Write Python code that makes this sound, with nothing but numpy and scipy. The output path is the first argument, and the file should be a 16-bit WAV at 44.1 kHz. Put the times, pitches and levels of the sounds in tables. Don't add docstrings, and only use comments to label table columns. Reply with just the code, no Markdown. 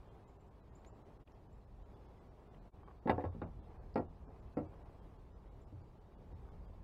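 import sys
import numpy as np
from scipy import signal
from scipy.fft import rfft, irfft, next_fast_len
from scipy.io import wavfile
from scipy.ndimage import uniform_filter1d, map_coordinates

SR = 44100
rng = np.random.default_rng(int(sys.argv[2]) if len(sys.argv) > 2 else 0)


def master_out(mix):
    frames = np.transpose(np.atleast_2d(mix))
    ceiling = np.clip(frames, -1, 1)
    pcm = np.round(ceiling * 32767).astype(np.int16)
    wavfile.write(sys.argv[1], SR, pcm)


def volts(x):
    e = np.asarray(x, float) / 20
    return 10 ** e


N = 301203


def unit(x):
    return x / np.sqrt(np.mean(x ** 2) + 1e-20)


def along(points, hz):
    f, v = np.transpose(points)
    return np.interp(np.log(hz + 1), np.log(f + 1), v)


def wobble(knots_per_s):
    knots = rng.standard_normal(int(N * knots_per_s / SR) + 4)
    return map_coordinates(knots, [np.arange(N) * knots_per_s / SR])


def noise(spectrum, count):
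    m = next_fast_len(count)
    gain = volts(along(spectrum, np.fft.rfftfreq(m, 1 / SR)))
    return unit(irfft(rfft(rng.standard_normal(m)) * gain, m)[:count])


def add(track, start_s, x):
    part = track[round(start_s * SR):][:len(x)]
    part += x[:len(part)]


# start_s, peak_db, brightness_db, table_sway_db
BASKET_HITS = [(3.072, -22, -21.5, -14), (3.081, -25.5, -27, -10), (3.093, -15.5, -18.5, -13.5),
               (3.098, -20.5, -17, -8.5), (3.108, -23.5, -20.5, -14.5), (3.118, -33.5, -20, -8.5),
               (3.178, -25, -26, -16), (3.192, -30.5, -23, -23), (3.206, -39, -20.5, -17.5),
               (3.22, -41.5, -25, -11), (3.237, -27, -28.5, -3), (3.249, -34, -21, -1.5)]
# mode_hz, level_db, t60_s
BASKET_PANE = [(296, 10, 0.026), (416, -14.5, 0.075), (504, 0.5, 0.081), (561, -3, 0.088),
               (724.5, -1.5, 0.13), (866, 6.5, 0.028), (1096, -7.5, 0.15), (1325, -10, 0.13),
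               (1670, -4.5, 0.061), (1960, -3, 0.027), (2100, -25, .05), (2810, -23.5, 0.076),
               (3680, -23, 0.038), (4770, -41, 0.025)]


def basket():
    return knocks(BASKET_HITS, BASKET_PANE, 470, chatter_db=-11.5, chatter_t60_s=0.056,
                  thud_db=-1.5, crack_db=-9, buzz_db=-37.5)


# start_s, peak_db, brightness_db, table_sway_db
REEL_HITS = [
    (3.955, -23, -26.5, -20),
    (3.965, -30.5, -32, -19),
    (3.974, -26.5, -27.5, -14.5),
    (3.986, -33, -31, -15.5),
    (3.994, -32.5, -34, -10),
    (4.278, -48, -35, -14),
    (4.299, -52, -25, -19),
]
# mode_hz, level_db, t60_s
REEL_PANE = [(160.4, -20.5, 0.3), (261, 7, 0.033), (310, -1.5, 0.071), (443, 0, 0.046),
             (503.5, -2.5, 0.073), (625, -13.5, 0.046), (686, -13, 0.081), (796, -15.5, 0.11),
             (875, 1, 0.031), (1063, -7.5, 0.065), (1367, -7.5, 0.16), (1900, -12, 0.08),
             (2370, -18, 0.054), (4340, -18.5, 0.033), (5000, -16, 0.02)]


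def reel():
    return knocks(REEL_HITS, REEL_PANE, 270, chatter_db=-14, chatter_t60_s=0.045,
                  thud_db=-1.5, crack_db=-9, buzz_db=-36)


# start_s, peak_db, brightness_db, table_sway_db
FOOT_HITS = [
    (3.055, -27.5, -45.5, -14.5),
    (3.587, -54, -40, -26),
    (4.568, -26, -28.5, -12),
    (4.586, -32, -31.5, -22),
    (4.6, -36.5, -37, -16),
    (5.719, -48.5, -46, 11.5),
    (6.209, -56, -39, 3),
    (6.321, -50.5, -29, 10),
]
# mode_hz, level_db, t60_s
FOOT_PANE = [(156.5, -13.5, 0.32), (228, 0, 0.043), (306.3, 3.5, 0.18), (360, -10.5, 0.041),
             (481, 2.5, 0.083), (565, -11, 0.2), (739.5, -10.5, 0.24), (851, -32, 0.088),
             (1050, -15.5, 0.082), (1346, -4, 0.091), (1911, -13.5, 0.13), (2150, -14.5, 0.06),
             (4900, -21, 0.055), (260, 9.5, 0.017)]


def foot():
    return knocks(FOOT_HITS, FOOT_PANE, 250, chatter_db=-15.5, chatter_t60_s=0.027,
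                  thud_db=-3.0, crack_db=-22, buzz_db=-32.5)


# start_s, peak_db, brightness_db, table_sway_db
ROD_HITS = [
    (3.344, -40, -63, -10),
    (3.415, -30, -22, -8.5),
    (3.427, -40, -31.5, -4.5),
    (3.457, -45.5, -33, -15.5),
]
# mode_hz, level_db, t60_s
ROD_PANE = [(171.6, -8.5, 0.36), (226, -4, 0.24), (296, -1, 0.099), (416, -13, .12), (536, -1, 0.082),
            (664, -20, 0.068), (805, 1.5, 0.029), (1100, -2, 0.047), (1400, -3, 0.063), (2400, -19, .04),
            (2820, -33, .035), (3670, -25, 0.032)]


def rod():
    return knocks(ROD_HITS, ROD_PANE, 250, chatter_db=-6, chatter_t60_s=0.052,
                  thud_db=-0.5, crack_db=-11.5, buzz_db=-52)


# start_s, peak_db, brightness_db, table_sway_db
WIRE_HITS = [
    (2.83, -52, -23, -17),
    (2.874, -48, -24, -14),
    (2.881, -45, -35, -11),
    (2.892, -53, -33, -24),
    (2.9, -56, -22, -12),
    (2.909, -51, -28, -23),
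    (3.72, -64, -20, -10),
    (3.755, -55, -25, -19),
    (6.485, -56, -14, -7),
]
# mode_hz, level_db, t60_s
WIRE_PANE = [(442, -1.5, 0.026), (810, 2.5, 0.021), (1140, 5.5, 0.025), (1480, -5.5, 0.018),
             (2130, -20, 0.013)]


def wire():
    return knocks(WIRE_HITS, WIRE_PANE, 200, chatter_db=-12, chatter_t60_s=0.028,
                  thud_db=-19, crack_db=-6.0, buzz_db=-54)


# mode_hz, level_db, t60_s
TABLE_LEGS = [(88.5, -4.5, 0.44), (120.3, -9, 0.51)]
# freq_hz, level_db
MOUNT_BUZZ = [(5400, -61), (6200, -21), (8200, -0.5), (9400, -15.5), (11000, -1), (13500, -12), (15500, -2)]
# freq_hz, level_db
GRIT_CRACK = [(900, -30.5), (1400, 0.5), (2300, -5.5), (2900, -17.5), (5000, -23), (5800, -48)]


def knocks(contacts, modes, bounces_per_s, chatter_db, chatter_t60_s, thud_db, crack_db, buzz_db):
    out, t = np.zeros(N), np.arange(SR // 2) / SR
    t_chatter, t_push = t[:SR // 10], t[:SR // 100]
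    flight_s, mid_hz, top_hz = 0.003, SR / 36, SR / 14
    low = ring([m for m in modes if m[0] < mid_hz], t)
    high = ring([m for m in modes if mid_hz <= m[0] < top_hz], t)
    top = ring([m for m in modes if m[0] >= top_hz], t)
    feet_damping = signal.butter(8, 5200, fs=SR, output="sos")
    no_steady_push = signal.butter(2, 130, "high", fs=SR, output="sos")
    for start_s, peak_db, bright_db, sway_db in contacts:
        chance, size = rng.random((2, SR // 10))
        bounces = (chance < bounces_per_s / SR) * (2 * size - 1)
        bounces *= volts(chatter_db - 60 * t_chatter / chatter_t60_s) * (t_chatter > flight_s)
        bounces[0] = 1

        contact_s = 0.00006 * volts(-0.5 * (bright_db + 12.0))
        push = t_push * np.exp(-t_push / contact_s)
        dull = low + volts(thud_db) * (1 - np.exp(-t / 0.003)) * thud(len(t))
        body = signal.fftconvolve(dull, push / push.sum())[:len(t)]
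        crack = volts(crack_db - 60 * t / 0.049) * (1 - np.exp(-t / 0.00035)) * noise(GRIT_CRACK, len(t))
        hard = high + crack + volts(0.8 * (bright_db + 25)) * top
        pane = signal.fftconvolve(bounces, body + volts(bright_db + 15.5) * hard)[:len(t)]
        pane = signal.sosfilt(feet_damping, pane)
        pane = signal.sosfilt(no_steady_push, pane)

        sway = volts(sway_db) * ring(TABLE_LEGS, t) * (1 - np.exp(-t / 0.011))
        buzz_level = buzz_db + 0.5 * bright_db - 0.1 * (peak_db + 15.0)
        buzz = volts(buzz_level - 60 * t / 0.08) * (1 - np.exp(-t / 0.0033)) * noise(MOUNT_BUZZ, len(t))
        add(out, start_s + 0.002, volts(peak_db - 1.0) * (pane / np.abs(pane).max() + sway + buzz))
    return out


def ring(modes, t):
    out = np.zeros(len(t))
    for k, (hz, db, t60_s) in enumerate(modes):
        sign = -1 if k % 3 == 2 else 1
        out += sign * volts(db - 60 * t / t60_s) * np.sin(2 * np.pi * hz * t)
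    return out


# freq_hz, level_db
THUD_SPECTRUM = [(90, -42.5), (250, -1.5), (800, 0), (1500, -13.5), (2600, -13), (5000, -57), (6000, -79)]
# freq_hz, t60_s
THUD_DECAY = [(150, 0.27), (600, 0.16), (2500, 0.11)]


def thud(count):
    hz, t, z = signal.stft(noise(THUD_SPECTRUM, count), SR, nperseg=256)
    decay = volts(-60 * t / along(THUD_DECAY, hz)[:, None])
    return signal.istft(z * decay, SR, nperseg=256)[1][:count]


# middle_s, length_s, level_db
SLIDES = [
    (.95, 0.41, -73.5),
    (2.803, .15, -75),
    (3.214, 0.32, -63.5),
    (3.758, 0.25, -65.5),
    (4.314, 0.2, -69.5),
    (4.752, 0.33, -66.5),
    (5.453, 0.16, -73),
]
# freq_hz, density_db
SLIDE_SPECTRUM = [(120, -39), (300, 5), (900, -1.5), (1600, -16), (3000, -28.5), (5500, -38.5), (7000, -66)]


def rubs():
    t = np.arange(N) / SR
    swell = np.zeros(N)
    for middle_s, length_s, db in SLIDES:
        swell += volts(db) * np.exp(-(2 * (t - middle_s) / length_s) ** 2)
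    return swell * volts(3 * wobble(60)) * noise(SLIDE_SPECTRUM, N)


# start_s, peak_db, pitch_hz, spread_octaves
DRY_TICKS = [
    (0.847, -52, 1400, 1.57),
    (.861, -73, 4500, .8),
    (1.274, -52, 2560, 0.42),
    (1.319, -68, 5000, 0.45),
    (2.545, -60, 2400, 0.47),
    (3.941, -58, 4770, 0.2),
]


def ticks():
    out, t = np.zeros(N), np.arange(SR // 20) / SR
    for start_s, db, hz, spread in DRY_TICKS:
        hump = [(hz * 2 ** (k * spread), -9 * k * k) for k in range(-2, 3)]
        envelope = volts(db - 5 - 60 * t / 0.022) * (1 - np.exp(-t / 0.001))
        add(out, start_s, envelope * noise(hump, len(t)))
    return out


# start_s, length_s, from_hz, to_hz, level_db
BIRD_CHIPS = [
    (.275, 0.018, 6700, 7700, -84),
    (.405, .015, 7200, 7600, -87),
    (.75, 0.017, 6600, 7760, -75),
    (0.859, .038, 6620, 7640, -75),
    (.893, .025, 7640, 7610, -81),
    (1.525, 0.011, 6900, 7850, -85),
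    (5.61, .02, 6700, 7800, -86),
]


def bird():
    out, t = np.zeros(N), np.arange(SR // 4) / SR
    for start_s, length_s, from_hz, to_hz, db in BIRD_CHIPS:
        u = np.arange(round(length_s * SR)) / (length_s * SR)
        phase = 2 * np.pi * np.cumsum(from_hz + (to_hz - from_hz) * u) / SR
        add(out, start_s, volts(db + 5) * np.sin(np.pi * u) * np.sin(phase))
    trees = rng.standard_normal(len(t)) * volts(-60 * t / 0.27)
    return out + volts(-4.5) * signal.fftconvolve(out, trees / np.linalg.norm(trees))[:N]


# freq_hz, density_db
WIND_RUMBLE = [(11, -38), (18, -6), (47, 4.5), (81, -1), (118, -10.5), (172, -10), (200, -11.5), (260, -39),
               (440, -120)]
# freq_hz, density_db
TRAFFIC_HUM = [(60, -20.5), (100, -4), (170, -12), (330, -14), (408, -12), (500, -16.5), (842, -18),
               (1120, -23.5), (1470, -32), (2500, -38.5), (4800, -47.5), (6300, -52), (10000, -57.5),
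               (15700, -60)]
# time_s, level_db
WIND_STRENGTH = [(0, -59), (.46, -60), (1.2, -61), (1.8, -56.5), (2.36, -61), (2.7, -56.5), (3.15, -59.5),
                 (3.35, -52.5), (3.8, -54), (4.75, -55.5), (6.1, -59), (6.37, -54.5), (6.83, -52.5)]


def air():
    t = np.arange(N) / SR
    traffic_db, recede_db_per_s = -61.5, 0.14
    lumps = volts(np.interp(t, *np.transpose(WIND_STRENGTH)) + 0.4 * wobble(4.0))
    flutter_db = 0.22 * wobble(1.6) + 0.69 * wobble(3.4) + 0.46 * wobble(22)
    swell = volts(traffic_db - recede_db_per_s * t + flutter_db)
    return lumps * noise(WIND_RUMBLE, N) + swell * mottled(noise(TRAFFIC_HUM, N), patchy_db=3.5)


def mottled(x, patchy_db):
    hz, _, z = signal.stft(x, SR, nperseg=1024)
    field = uniform_filter1d(rng.standard_normal(z.shape), size=3, axis=0)
    field = uniform_filter1d(field, size=3, axis=1)
    depth_db = patchy_db * np.clip(hz / 4000, 0, 1)[:, None]
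    return signal.istft(z * volts(depth_db * unit(field)), SR, nperseg=1024)[1][:N]


def scene():
    gear = basket() + reel() + foot() + rod() + wire()
    return (gear + rubs() + ticks() + bird() + air())[None]


# middle_s, length_s
TREBLE_GAPS = [(0.102, 0.018), (0.259, .022), (0.382, .018), (0.619, 0.023), (0.712, 0.034), (.92, 0.052),
               (1.039, .02), (1.483, 0.02), (1.844, 0.015), (1.95, 0.012), (2.199, 0.014), (2.3, .025),
               (2.5, 0.024), (2.602, .026), (2.851, 0.026), (3.008, 0.02), (3.134, 0.012), (3.189, 0.012),
               (3.302, 0.029), (3.613, .023), (3.796, .04), (3.996, .012), (4.076, 0.022), (4.272, .045),
               (4.555, .016), (4.675, 0.019), (5.346, 0.032), (5.658, 0.018), (6.166, .027), (6.343, 0.016)]


def dry_spells():
    spacing_s, brief_s = 0.15, 0.012
    middles = [row[0] for row in TREBLE_GAPS]
    brief = []
    for a, b in zip(middles, middles[1:] + [N / SR]):
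        pieces = max(round((b - a) / spacing_s), 1)
        brief += [(at, brief_s) for at in np.linspace(a, b, pieces + 1)[1:-1]]
    return TREBLE_GAPS + brief


def thin_treble(x, keep_db, lift_db, step_db):
    out, from_hz = x.copy(), 1800
    for middle_s, length_s in dry_spells():
        count = round((1.8 * length_s + 0.016) * SR)
        start, window = round(middle_s * SR) - count // 2, np.sqrt(np.hanning(count))
        lines = rfft(x[start:start + count] * window)
        hz = np.fft.rfftfreq(count, 1 / SR)
        usual = np.sqrt(uniform_filter1d(np.abs(lines) ** 2, size=25))
        kept = np.abs(lines) > volts(keep_db + hz / 4500) * usual
        lift = np.clip(volts(step_db) * np.sqrt(count) / np.abs(lines), 1, volts(lift_db))
        change = (hz > from_hz) * np.where(kept, lift - 1, -0.85)
        out[start:start + count] += irfft(lines * change, count) * window
    return out


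# middle_s, half_length_s
SCENE_CHANGES = [
    (1.248, 0.035),
    (2.711, 0.034),
]


def fades():
    t = np.arange(N) / SR
    dips = [np.clip(np.abs(t - s) / half_s, 0, 1) ** 1.34 for s, half_s in SCENE_CHANGES]
    return np.prod(dips, axis=0)


def top_cut(x):
    return signal.sosfilt(signal.butter(12, 15750, fs=SR, output="sos"), x)


def record(dry):
    thinned = thin_treble(dry[0], keep_db=5.5, lift_db=7.5, step_db=-58)
    hiss = volts(-99) * rng.standard_normal(N)
    mix = thinned * fades() + hiss
    return top_cut(mix[None])


dry = scene()
out = record(dry)
master_out(out)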